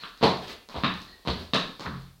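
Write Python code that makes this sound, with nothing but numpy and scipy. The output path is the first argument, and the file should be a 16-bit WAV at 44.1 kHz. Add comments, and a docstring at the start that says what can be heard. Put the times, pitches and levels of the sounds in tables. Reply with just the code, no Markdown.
"""A ball bounces twice, hard and sharp, as a child chases it about a bare, echoing room.
Each bounce is a pulse ringing the shell; a heavy landing and quick steps are pulses of sole on floor.
Soles scuff and squeak between the blows, clothes rustle, tiny clicks sound, and the last step leaves
a low boom hanging in the room. A small microphone with a presence peak and little treble picks it up."""
import sys
import numpy as np
from scipy import signal
from scipy.fft import rfft, irfft, next_fast_len
from scipy.io import wavfile
from scipy.ndimage import uniform_filter1d, minimum_filter1d

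SR = 44100
rng = np.random.default_rng(int(sys.argv[2]) if len(sys.argv) > 2 else 0)


def int16_out(signal):
    """Quantize to a 16-bit WAV file."""
    q = np.round(np.clip(np.atleast_2d(signal).T, -1, 1) * 32767)
    wavfile.write(sys.argv[1], SR, q.astype(np.int16))


N = 97020
T = np.arange(N) / SR
SIZE = next_fast_len(2 * N)
HZ = np.maximum(np.arange(SIZE // 2 + 1) * SR / SIZE, 1)

# Ball hits, the harder one with a second snap of the shell:
# t/s, level/dB, bass boost/dB, knock f/Hz, knock boost/dB, contact cut-off/Hz, direct boost/dB
BOUNCES = [(.8365, 29.5, 11, 567, -2.5, 3800, 3), (1.5352, 28.5, 5, 508, 6.5, 7100, -1),
           (1.5363, 17, -1, 3600, 12.5, 6060, 8.5)]
# Body tone of the ball: f/Hz, level/dB
BALL_EQ = [(45, -24.5), (90, -19.5), (130, 0.5), (185, 1.5), (300, -1.5), (380, -11.5), (780, -11.5),
           (1200, -10), (2100, -15.5), (3000, -15), (12000, -11.5)]
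# Resonances of its shell: f/Hz, width/octaves, boost/dB
BALL_MODES = [(1101, 0.11, 8), (1297, 0.078, 4.5), (1740, 0.077, 6), (2640, 0.079, 5.5), (3780, 0.059, 5.5)]
# Heels and soles hitting the floor:
# t/s, level/dB, bass boost/dB, knock f/Hz, knock boost/dB, contact cut-off/Hz, direct boost/dB
STEPS = [(.029, -1.5, -19, 2940, 16, 7000, -20), (.0355, -8.5, 1, 1404, 27, 7000, 8),
         (.212, 13.5, 2, 250, 3.5, 6000, -6), (.2195, 6.5, -1.5, 170, 15, 6000, -4),
         (.2282, 28.5, -16, 470, 5, 8000, 0), (.2325, 25.5, -2.5, 763, 12, 8000, 4),
         (.2345, 13.5, -9, 4500, 14, 5500, -2), (.6885, 1, -36, 1020, 6.5, 12000, -8.5),
         (.744, 7, -33, 900, 9.5, 5000, -1.5), (.756, 12, 8, 780, 4.5, 6000, -4),
         (1.252, 6, -18, 1000, 4.5, 8000, -2), (1.2745, 21, 0, 3801, 3, 8200, 2.5),
         (1.796, 7, -13, 1050, 7, 12000, 0.5), (1.852, 10, 9.5, 1399, 13.5, 4900, -15),
         (1.868, 10, -7, 203, 6.5, 403.7, -15)]
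# Body tone of a footfall: f/Hz, level/dB
SHOE_EQ = [(30, -38), (65, 6), (110, 5.5), (190, 6.5), (330, 1), (900, -6), (1500, -11), (2200, -13.5),
           (3500, -13), (12000, -13)]
# Resonances of a sole on the floor: f/Hz, width/octaves, boost/dB
SHOE_MODES = [(413, 0.033, 5), (1065, 0.15, 5), (4270, 0.087, 3)]
# Low end blooming in the room after steps: t/s, f/Hz, level/dB, rise/s, t60/s
BOOMS = [(.756, 66, -32, .025, .25), (.87, 74.2, -41, .04, 0.63), (1.274, 65.3, -27.5, .025, 0.4),
         (1.339, 83.85, -36, 0.072, 0.29), (1.85, 173, -34, 0.041, 0.59), (1.853, 85.7, -37.5, 0.033, 0.61),
         (1.86, 45, -46.5, 0.17, 0.85), (1.87, 133.4, -34.5, 0.11, 0.49)]
# Soles sliding and clothes brushing: t/s, length/s, level/dB, low rub from weight on the foot/dB
SCUFFS = [(-.05, 0.15, -42.5, -11), (0.163, 0.17, -50, -8), (0.417, 0.039, -37.5, -11),
          (0.47, 0.061, -35.5, 2.5), (0.696, 0.15, -42, -3), (0.972, 0.26, -56, 5.5),
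          (1.378, .06, -43, 6.5), (1.80, .07, -41.5, 0), (1.928, 0.19, -57, -2.5)]
# Tone of the friction: f/Hz, level/dB
SCUFF_EQ = [(60, -5), (200, 8), (900, 4), (1600, 4), (4000, 0), (7000, 4), (14000, -3.5)]
# Rubber soles squeaking: t/s, length/s, f/Hz, width/Hz, level/dB
SQUEAKS = [(-.02, 0.047, 4270, 352, -45), (0.078, .05, 1170, 90, -58), (1.067, 0.091, 4250, 400, -54.5),
           (1.081, 0.02, 1910, 120, -55.5), (1.121, 0.018, 1886, 70, -50)]
# Tiny bright clicks: t/s, level/dB
TICKS = [(0.176, -7), (.374, -1), (0.483, 1.5), (0.6888, 0.5), (.94, -2), (1.018, -1.5), (1.547, 13.5),
         (1.797, 2), (1.809, 3.5)]
# Tone of a tick: f/Hz, level/dB
TICK_EQ = [(500, -19), (3000, -19.5), (6500, -0.5), (12000, -20)]
# Envelope of the cloth rustle as the child moves: t/s, level/dB
RUSTLE_ENVELOPE = [(0, -54), (.4, -43), (.53, -36), (.62, -64), (.72, -67), (.78, -47), (1.02, -40.5),
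                   (1.2, -56), (1.41, -38.5), (1.5, -48), (2.02, -47), (2.17, -68.5)]
# Tone of the cloth: f/Hz, level/dB
RUSTLE_EQ = [(1500, -31), (4500, -8), (7000, -8), (14000, -10)]
# Decay of the reverb tail: f/Hz, t60/s
ROOM_T60 = [(60, 1), (150, 0.4), (300, 0.53), (600, 0.41), (1500, 0.45), (4000, 0.42), (8000, 0.44),
            (14000, .33)]
# Standing waves of the room: f/Hz, level/dB, t60/s
ROOM_MODES = [(79.6, -72, 1), (135.4, -64.5, 0.29), (182.6, -57.5, 0.48), (221.4, -61.5, 0.43),
              (291, -62.5, 0.4), (456, -55, .4), (526.5, -65.5, 0.56), (558, -56.5, 0.25), (671, -59, 0.23),
              (747, -79.5, 1), (941, -58, 0.38), (1230, -66, 0.3)]
# Early reflections: delay/s, level/dB
REFLECTIONS = [(.0076, -13.5), (0.0088, -13.5), (0.0117, -20), (0.0139, -12.5), (0.0257, -21),
               (.0288, -15.5)]
# Tone of the noise floor: f/Hz, level/dB
NOISE_FLOOR_EQ = [(20, -26), (40, 9.5), (70, -17), (250, -24), (600, -16.5), (2000, -28), (4200, -21),
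                  (7000, -25), (15000, -26)]
# Microphone response: f/Hz, level/dB
MICROPHONE_EQ = [(20, 34), (45, -2.5), (2800, -1.5), (3900, 2), (4600, -3), (5400, -13), (7000, -22.5),
                 (10000, -25), (15000, -22.5)]

BASS_HZ, BASS_OCTAVES, KNOCK_OCTAVES = 69, 0.49, 0.43  # weight and knock of a hit
HIT_DIRECT_DB, MOVEMENT_DIRECT_DB = -13.5, -2
TAIL_DB, TAIL_BASS_DB, TAIL_BUILD_S = -1.5, -7, 0.0075
SCATTER_S = 0.00059  # furniture smears each reflection over about this time


def ball_bounces():
    """The ball smacks the floor and its shell rings."""
    return impacts(BOUNCES, BALL_EQ, BALL_MODES)


def footsteps():
    """Heels and soles thud and knock on the floor."""
    return impacts(STEPS, SHOE_EQ, SHOE_MODES)


def impacts(hits, body_eq, modes):
    """One pulse a hit, each from its own spot, shaped by body, weight, knock and contact hardness."""
    body_db = at_hz(body_eq) + sum(db * bell(hz, octaves) for hz, octaves, db in modes)
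    rooms = room_responses(count=len(hits))
    out = 0
    for (s, db, bass_db, knock_hz, knock_db, cut_hz, direct_db), room in zip(hits, rooms):
        tone_db = body_db + bass_db * bell(BASS_HZ, BASS_OCTAVES)
        tone_db += knock_db * bell(knock_hz, KNOCK_OCTAVES)
        softness_db = 10 * np.log10(1 + (HZ / cut_hz) ** 6)  # a soft contact dulls the top
        pulse = from_db(HIT_DIRECT_DB + direct_db) * signal.unit_impulse(N) + room
        out = out + delayed(colour(pulse, db + tone_db - softness_db), s)
    return out


def room_booms():
    """Low resonances of the room swell and ring out."""
    out = 0
    for s, hz, db, rise, t60 in BOOMS:
        envelope = np.minimum(T / rise, 1) * from_db(db - 60 * np.maximum(T - rise, 0) / t60)
        out = out + delayed(np.sin(2 * np.pi * hz * T) * envelope, s)
    return out


def scuffs(grit=0.19, rub_hz=382, rub_octaves=0.84):
    """Grainy friction under each slide, fuller when the foot bears weight."""
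    hiss = rng.standard_normal(N)
    roughness = np.repeat(rng.standard_normal(N), 64)[:N]
    grains = rms_one(hiss * np.exp(grit * roughness))
    rub = bell(rub_hz, rub_octaves)
    return sum(colour(grains * swell(s, length), db + at_hz(SCUFF_EQ) + rub_db * rub)
               for s, length, db, rub_db in SCUFFS)


def sole_squeaks():
    """Stick-slip of rubber: a narrow band of noise sings as an unsteady tone."""
    out = 0
    for s, length, hz, width, db in SQUEAKS:
        band = signal.butter(2, [hz - width / 2, hz + width / 2], "band", fs=SR, output="sos")
        tone = rms_one(signal.sosfilt(band, rng.standard_normal(N)))
        out = out + from_db(db) * tone * swell(s, length)
    return out


def ticks():
    """Tiny bright clicks, the loudest just after the second bounce."""
    clicks = sum(from_db(db) * signal.unit_impulse(N, int(s * SR)) for s, db in TICKS)
    return colour(clicks, at_hz(TICK_EQ))


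def cloth_rustle():
    """Soft high hiss of cloth, swelling with each movement."""
    s, db = np.transpose(RUSTLE_ENVELOPE)
    return from_db(np.interp(T, s, db)) * shaped_noise(RUSTLE_EQ)


def room_responses(count):
    """The room from several spots: a diffuse tail dying by band, scattered reflections and modes."""
    edges = np.append(0, np.geomspace(50, SR / 2, 18))
    white = rfft(rng.standard_normal((count, N)))
    hz = np.arange(N // 2 + 1) * SR / N
    build_up = 1 - np.exp(-T / TAIL_BUILD_S)
    out = 0
    for low, high in zip(edges, edges[1:]):
        centre = (low + high) / 2
        band = irfft(white * ((hz >= low) & (hz < high)), N)
        band *= build_up * from_db(-60 * T / at_hz(ROOM_T60, centre))
        band *= np.sqrt(2 * (high - low) / SR / np.sum(band ** 2, axis=1, keepdims=True))  # flat energy
        out = out + from_db(TAIL_DB + TAIL_BASS_DB / (1 + (centre / 250) ** 2)) * band
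    for s, db in REFLECTIONS:
        smear = rng.standard_normal((count, 256)) * np.exp(-T[:256] / SCATTER_S)
        smear /= np.linalg.norm(smear, axis=1, keepdims=True)
        start = int(s * SR)
        out[:, start:start + 256] += from_db(db) * smear
    modes = sum(from_db(db - 60 * T / t60) * np.cos(2 * np.pi * f * T) for f, db, t60 in ROOM_MODES)
    return out + modes


def shaped_noise(eq):
    """Steady noise through an EQ curve, at unit rms."""
    return rms_one(colour(rng.standard_normal(N), at_hz(eq)))


def colour(x, curve_db):
    """Minimum-phase EQ: nothing rings ahead of the attack."""
    cepstrum = irfft(np.log(from_db(curve_db)), SIZE)
    cepstrum[1:SIZE // 2] *= 2
    cepstrum[SIZE // 2 + 1:] = 0
    return irfft(rfft(x, SIZE) * np.exp(rfft(cepstrum)), SIZE)[:N]


def at_hz(points, hz=HZ):
    """Read a table on a log-frequency axis."""
    f, value = np.transpose(points)
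    return np.interp(np.log(hz), np.log(f), value)


def bell(hz, octaves):
    """An EQ bell of height 1."""
    return np.exp(-.5 * (np.log2(HZ / hz) / octaves) ** 2)


def swell(s, length):
    """A rounded fade in and out."""
    return np.sqrt(np.abs(np.sin(np.pi * np.clip((T - s) / length, 0, 1))))


def delayed(x, s):
    """Start a sound s seconds later."""
    return np.concatenate([np.zeros(int(s * SR)), x])[:N]


def from_db(db):
    """Decibels to gain."""
    return 10 ** (np.asarray(db) / 20)


def rms_one(x):
    """Scale to unit rms."""
    return x / np.sqrt(np.mean(x ** 2) + 1e-20)


def scene():
    """Mono mix of ball, feet and small sounds in one room."""
    small = scuffs() + ticks() + sole_squeaks()
    reverb = signal.fftconvolve(small, room_responses(count=1)[0])[:N]
    hits = ball_bounces() + footsteps()
    return (hits + room_booms() + from_db(MOVEMENT_DIRECT_DB) * small + reverb + cloth_rustle())[None]


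def record(dry):
    """Microphone colour, a steady noise floor, a rumble filter, a gentle limiter and a top cut."""
    floor_db, rumble_cut_hz, ceiling, top_cut_hz = -62, 32, 0.76, 15900
    heard = colour(dry[0], at_hz(MICROPHONE_EQ)) + from_db(floor_db) * shaped_noise(NOISE_FLOOR_EQ)
    heard = signal.sosfilt(signal.butter(4, rumble_cut_hz, "high", fs=SR, output="sos"), heard)
    limiter_gain = 1 / np.sqrt(1 + (heard / ceiling) ** 2)
    heard *= uniform_filter1d(minimum_filter1d(limiter_gain, size=65), size=65)  # hold, then smooth
    return irfft(rfft(heard, SIZE) * (HZ < top_cut_hz), SIZE)[None, :N]


dry = scene()
out = record(dry)
int16_out(out)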